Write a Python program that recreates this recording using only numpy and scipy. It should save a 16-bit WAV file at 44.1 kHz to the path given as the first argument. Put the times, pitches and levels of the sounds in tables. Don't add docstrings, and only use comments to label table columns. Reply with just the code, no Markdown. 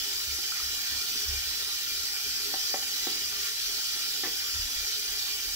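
import sys
import numpy as np
from scipy import signal
from scipy.fft import rfft, irfft, next_fast_len
from scipy.io import wavfile
from scipy.ndimage import uniform_filter1d

SR = 44100
rng = np.random.default_rng(int(sys.argv[2]) if len(sys.argv) > 2 else 0)


def waveform_to_disk(signal):
    frames = np.transpose(np.atleast_2d(signal))
    scaled = np.clip(frames, -1, 1) * 32767
    samples = np.round(scaled).astype(np.int16)
    wavfile.write(sys.argv[1], SR, samples)


N = 244755
EDGE_HZ = 15760

# f/Hz, fixed ripple/dB rms, wandering ridges/dB rms
UNEVENNESS = [(300, 2.2, 2.3), (1500, 2.3, 2.3), (5000, 1.4, 2.1), (12000, .7, 1.2)]


def amp(db):
    return 10 ** (np.asarray(db) / 20)


def evened(x):
    return x / np.sqrt(np.mean(x ** 2) + 1e-20)


def smooth_noise(shape, *size_axis):
    x = rng.standard_normal(shape)
    for size, axis in size_axis:
        x = uniform_filter1d(x, size=size, axis=axis)
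    return evened(x)


def read(points, hz):
    f, *columns = np.transpose(points)
    return np.array([np.interp(np.log(hz + 1), np.log(f + 1), c) for c in columns])


def add(mix, start_s, sound):
    part = mix[..., round(start_s * SR):][..., :sound.shape[-1]]
    part += sound[..., :part.shape[-1]]


def ring(modes, shade_db, size):
    t = np.arange(size) / SR
    out = 0
    for (hz, db, t60_s), extra_db in zip(modes, shade_db * np.ones(len(modes))):
        out = out + amp(db + extra_db - 60 * t / t60_s) * np.sin(2 * np.pi * hz * t)
    return out


def spray():
    # t/s, level/dB before swell scaling and output gain
    flow = [(0, -33.5), (.5, -34), (.64, -33), (2.15, -33.5), (2.76, -32.5), (2.81, -33.5), (3.07, -32),
            (3.29, -34), (3.48, -32), (3.54, -35), (3.6, -33), (5.55, -33.5)]
    # f/Hz, left/dB, right/dB
    colour = [(130, -22.6, -22.8), (200, -26.0, -27.3), (330, -19.7, -20.1), (560, -27.2, -29.1),
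              (1000, -22.0, -25.9), (1400, -17.6, -13.0), (2700, -14.0, -11.8), (4000, -5.2, -4.2),
              (5200, -2.4, -3.6), (6300, -6.6, -7.2), (7800, -9.1, -12.5), (9000, -16.3, -17.8),
              (11000, -11.5, -14.3), (15600, -12.1, -5.6)]
    # f/Hz, width/Hz, left/dB, right/dB
    resonances = [(281, 50, 3.7, 4.7), (412, 30, 14.8, 11.5), (784, 168, 6.3, 12.0), (1146, 78, 3.9, 6.5),
                  (1364, 66, 3.7, 5.8), (1445, 193, 8.8, 2.3), (1884, 152, 6.6, 4.3),
                  (2003, 119, 3.3, -2.2), (2381, 103, 8.2, 7.1), (2577, 56, 5.7, 2.0),
                  (2918, 239, 5.3, 5.9), (3078, 113, 7.9, 4.1), (3301, 171, 5.1, 3.4), (3837, 38, 2.3, 4.7),
                  (3955, 58, 1.0, 6.0), (4117, 28, 2.1, 2.9), (4446, 73, 4.6, 4.5), (4567, 102, 1.2, 6.6),
                  (4701, 36, 2.4, -1.1), (4908, 156, 6.4, 5.3), (5034, 153, 1.8, 4.5),
                  (5584, 359, 3.4, 4.1), (5905, 108, 4.9, 3.8), (6497, 112, 3.0, -0.3),
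                  (6878, 245, 3.0, 3.9), (7982, 899, -5.6, 6.5), (9707, 100, 2.0, -0.4),
                  (10036, 150, -2.9, -2.4), (11777, 194, 1.2, 3.3), (14259, 899, 1.2, -2.0)]
    # f/Hz, power share/0-1, left lag/rad
    common = [(100, 0.74, 0.62), (380, 1, 0.39), (1030, 0.79, 1.5), (2470, 0.58, 1.79), (3270, 0, 2.8),
              (4330, 0.38, 4.05), (4950, 0.54, 3.45), (5900, 0.48, 5.9), (6550, 0.3, 8.9), (7470, 0, 11),
              (8100, 0.7, 11.1), (9900, 0.18, 12.8), (15000, 0.36, 10.4)]
    droplets_db = -11.5
    fizz_from_hz = 7000

    size = next_fast_len(N)
    hz = np.fft.rfftfreq(size, 1 / SR)
    streams = hiss(patch_db=1.59, splash_db=0.35) + amp(droplets_db) * droplets()
    both, left, right = rfft(wander(streams), size)

    share, lag_rad = read(common, hz)
    share = np.clip(share, 0, 1)
    lagged = both * np.exp(-1j * lag_rad * [[1], [0]])
    ports = np.sqrt(share) * lagged + np.sqrt(1 - share) * np.array([left, right])

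    low_cut_db = 14 * np.log2(np.maximum(100 / (hz + 1), 1))
    colour_db = read(colour, hz) - low_cut_db
    for f, width_hz, *db in resonances:
        colour_db = colour_db + np.array(db)[:, None] / (1 + (2 * (hz - f) / width_hz) ** 2)
    ripple = smooth_noise(colour_db.shape, (130, 1))
    colour_db = colour_db + read(UNEVENNESS, hz)[0] * ripple
    coloured = ports * amp(colour_db) * (hz < EDGE_HZ)

    body = irfft(coloured * (hz < fizz_from_hz), size)[:, :N]
    fizz = irfft(coloured * (hz >= fizz_from_hz), size)[:, :N]
    level_db = np.interp(np.arange(N) / SR, *np.transpose(flow))
    steady_db = level_db.mean()
    swell_db = level_db - steady_db
    sound = body * amp(1.04 * swell_db) + fizz * amp(0.49 * swell_db)
    return evened(sound) * amp(steady_db + 2.5)


def hiss(patch_db, splash_db):
    frames = N // 64 + 5
    re, im = rng.standard_normal((2, 3, frames, 129))
    patches = smooth_noise((frames, 129), (28, 0), (3, 1))
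    splashes = smooth_noise((frames, 129), (8, 0), (40, 1))
    z = (re + 1j * im) * amp(patch_db * patches + splash_db * splashes)
    return evened(signal.istft(z.transpose(0, 2, 1), nperseg=256, noverlap=192)[1][:, :N])


def droplets():
    drops_per_s = 1500
    t, out = np.arange(128) / SR, np.zeros((3, N))
    size_db = 3.6 * np.minimum(rng.exponential(1, (3, N)), 5)
    size = amp(size_db) * (rng.random((3, N)) < drops_per_s / SR)
    kind = rng.integers(0, 12, (3, N))
    for k, hz in enumerate(np.geomspace(700, 15000, num=12)):
        tick = np.sin(2 * np.pi * hz * t) * np.exp(-hz * t / 1.45) * hz
        out += signal.oaconvolve(size * (kind == k), tick[None], axes=1)[:, :N]
    return evened(out)


def wander(x):
    hz, _, z = signal.stft(x, SR, nperseg=1024, noverlap=768)
    ridges_db = read(UNEVENNESS, hz)[1][:, None] * smooth_noise(z.shape[1:], (2, 0), (30, 1))
    return signal.istft(z * amp(ridges_db), nperseg=1024, noverlap=768)[1][:, :N]


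def knocks():
    # f/Hz, level/dB, t60/s
    basin = [(330, -18, 0.062), (354, 0.5, 0.055), (404, -13.5, 0.18), (483, 1.5, 0.078), (593, 2, 0.069),
             (650, 2.5, 0.026), (770, 10, 0.065), (826, 1, 0.053), (1132, 6.5, 0.019), (1256, -10, 0.028),
             (1317, 0, 0.049), (1530, -2, 0.06), (1763, 3.5, 0.062), (1910, -4, 0.13), (1960, 2.5, 0.091),
             (2520, -20, 0.03), (3060, -8, 0.028), (3800, -28, 0.014)]
    # t/s, peak before high-pass/dB, rattle length/s, muted pitch at struck spot f/Hz,
    # hardness as tilt/(dB/octave)
    blows = [(.386, -36, 0.00045, 620, -16), (2.54, -23.5, 0.0003, 490, -7.5),
             (2.742, -17.5, .0003, 395, -4.5), (3.07, -20, .0004, 610, -8), (4.236, -22.5, 0.019, 620, -6),
             (4.255, -25, 0.016, 630, -5.5), (4.272, -29, 0.0044, 656, -12), (4.287, -38.5, .004, 660, -9)]
    node_db, node_octaves = -34, 0.28
    grit_strength, grit_s = 1.03, 0.0036
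    tilt_from_hz, tilt_top_hz = 470, 1320

    out, t, hz = np.zeros(N), np.arange(4000) / SR, np.array(basin)[:, 0]
    tilt_octaves = np.log2(np.clip(hz, tilt_from_hz, tilt_top_hz) / tilt_from_hz)
    grits = rng.standard_normal((len(blows), 4000))
    for (start_s, peak_db, length_s, node_hz, tilt_db), grit in zip(blows, grits):
        rattle = np.gradient(grit * (t < length_s) * (1 - .5 * t / length_s))
        contact = grit_strength * np.sqrt(grit_s / (grit_s + length_s)) * rattle
        contact[0] = 1
        node_shade_db = node_db * np.exp(-(np.log2(hz / node_hz) / node_octaves) ** 2)
        shade_db = node_shade_db + tilt_db * tilt_octaves
        blow = signal.fftconvolve(contact, ring(basin, shade_db, size=SR // 3))
        add(out, start_s, amp(peak_db) * blow / abs(blow).max())
    return signal.sosfilt(signal.butter(3, 250, "high", fs=SR, output="sos"), out)


def plops():
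    # t/s, level before rise and decay/dB, starting pitch f/Hz, t60/s
    bubbles = [(0.521, -29, 1350, 0.041), (0.6, -30, 1243, 0.031)]
    rise_s = 0.00078
    out, t = np.zeros(N), np.arange(6000) / SR
    for start_s, db, hz, t60_s in bubbles:
        envelope = amp(db - 60 * t / t60_s) * (1 - np.exp(-t / rise_s))
        add(out, start_s, envelope * np.sin(2 * np.pi * hz * (t + 1.6 * t ** 2)))
    return out


def walls(x):
    t60_s, low_t60_s, low_hz = 0.23, 0.3, 520
    taps = rng.choice([-1., 1.], (3, SR // 2)) * (rng.random((3, SR // 2)) < .05)
    t = np.arange(SR // 2) / SR
    taps = taps[:2] + 1.04 * taps[2]
    low = signal.sosfiltfilt(signal.butter(N=2, Wn=low_hz, fs=SR, output="sos"), taps)
    tail = (taps - low) * amp(-60 * t / t60_s) + low * amp(-60 * t / low_t60_s)
    tail = tail * (t > .006)
    return signal.fftconvolve(x[None], tail / np.linalg.norm(tail[0]), axes=1)[:, :N]


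def floor():
    # f/Hz, level/dB, t60/s (rumble only)
    modes = [(35.4, -7, 0.51), (68.8, 2.5, 0.28), (97, -11, 0.47)]
    # t/s, length before fast decay/s, level/dB,
    # sharpness as tilt over the modes/(dB/octave)
    shifts = [(0, 0.022, -51, -11), (.262, .094, -46, 4), (0.621, .13, -50, -3), (.9, 0.099, -49.5, 6),
              (1.249, 0.026, -49, 10), (1.271, 0.12, -37, -4), (1.449, 0.11, -50.5, -2),
              (3.638, 0.12, -57, -15), (4.532, 0.065, -43, 13), (4.579, 0.086, -48.5, -16.5),
              (4.751, 0.091, -50.5, -13), (5.075, 0.082, -53, -10), (5.448, .11, -53.5, -16)]
    rumble_db = -60.5
    rise_s, sag_db_per_s, stop_db_per_s = 0.013, 54, 380

    lumps = amp(1.1 * smooth_noise(N, (4000, 0)))
    shaking = lumps * rng.standard_normal(N)
    out = amp(rumble_db) * evened(signal.fftconvolve(shaking, ring(modes, 0, size=SR))[:N])

    t = np.arange(SR // 2) / SR
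    phases = rng.random((len(shifts), 3))
    for (start_s, length_s, db, tilt_db), phase in zip(shifts, phases):
        decay_db = sag_db_per_s * t + stop_db_per_s * np.maximum(t - length_s, 0)
        shape = (1 - np.exp(-(t / rise_s) ** 2)) * amp(db - decay_db)
        tones = 0
        for p, (hz, mode_db, _) in zip(phase, modes):
            tilted_db = mode_db + tilt_db * np.log2(hz / modes[1][0])
            tones = tones + amp(tilted_db) * np.sin(2 * np.pi * (hz * t + p))
        add(out, start_s, shape * tones)
    return out


def scene():
    lag_s, echo_db = 0.000068, -4
    hits, drops = knocks(), plops()
    near = np.array([np.roll(hits, round(lag_s * SR)), hits]) + drops * amp([[-3], [2]])
    echo = amp(echo_db) * walls(hits + drops)
    return spray() + floor() * amp([[.5], [-.4]]) + near + echo


def record(dry):
    lowpass = signal.firwin(1023, EDGE_HZ, window=("kaiser", 9), fs=SR)
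    return signal.oaconvolve(dry, lowpass[None], "same")


dry = scene()
out = record(dry)
waveform_to_disk(out)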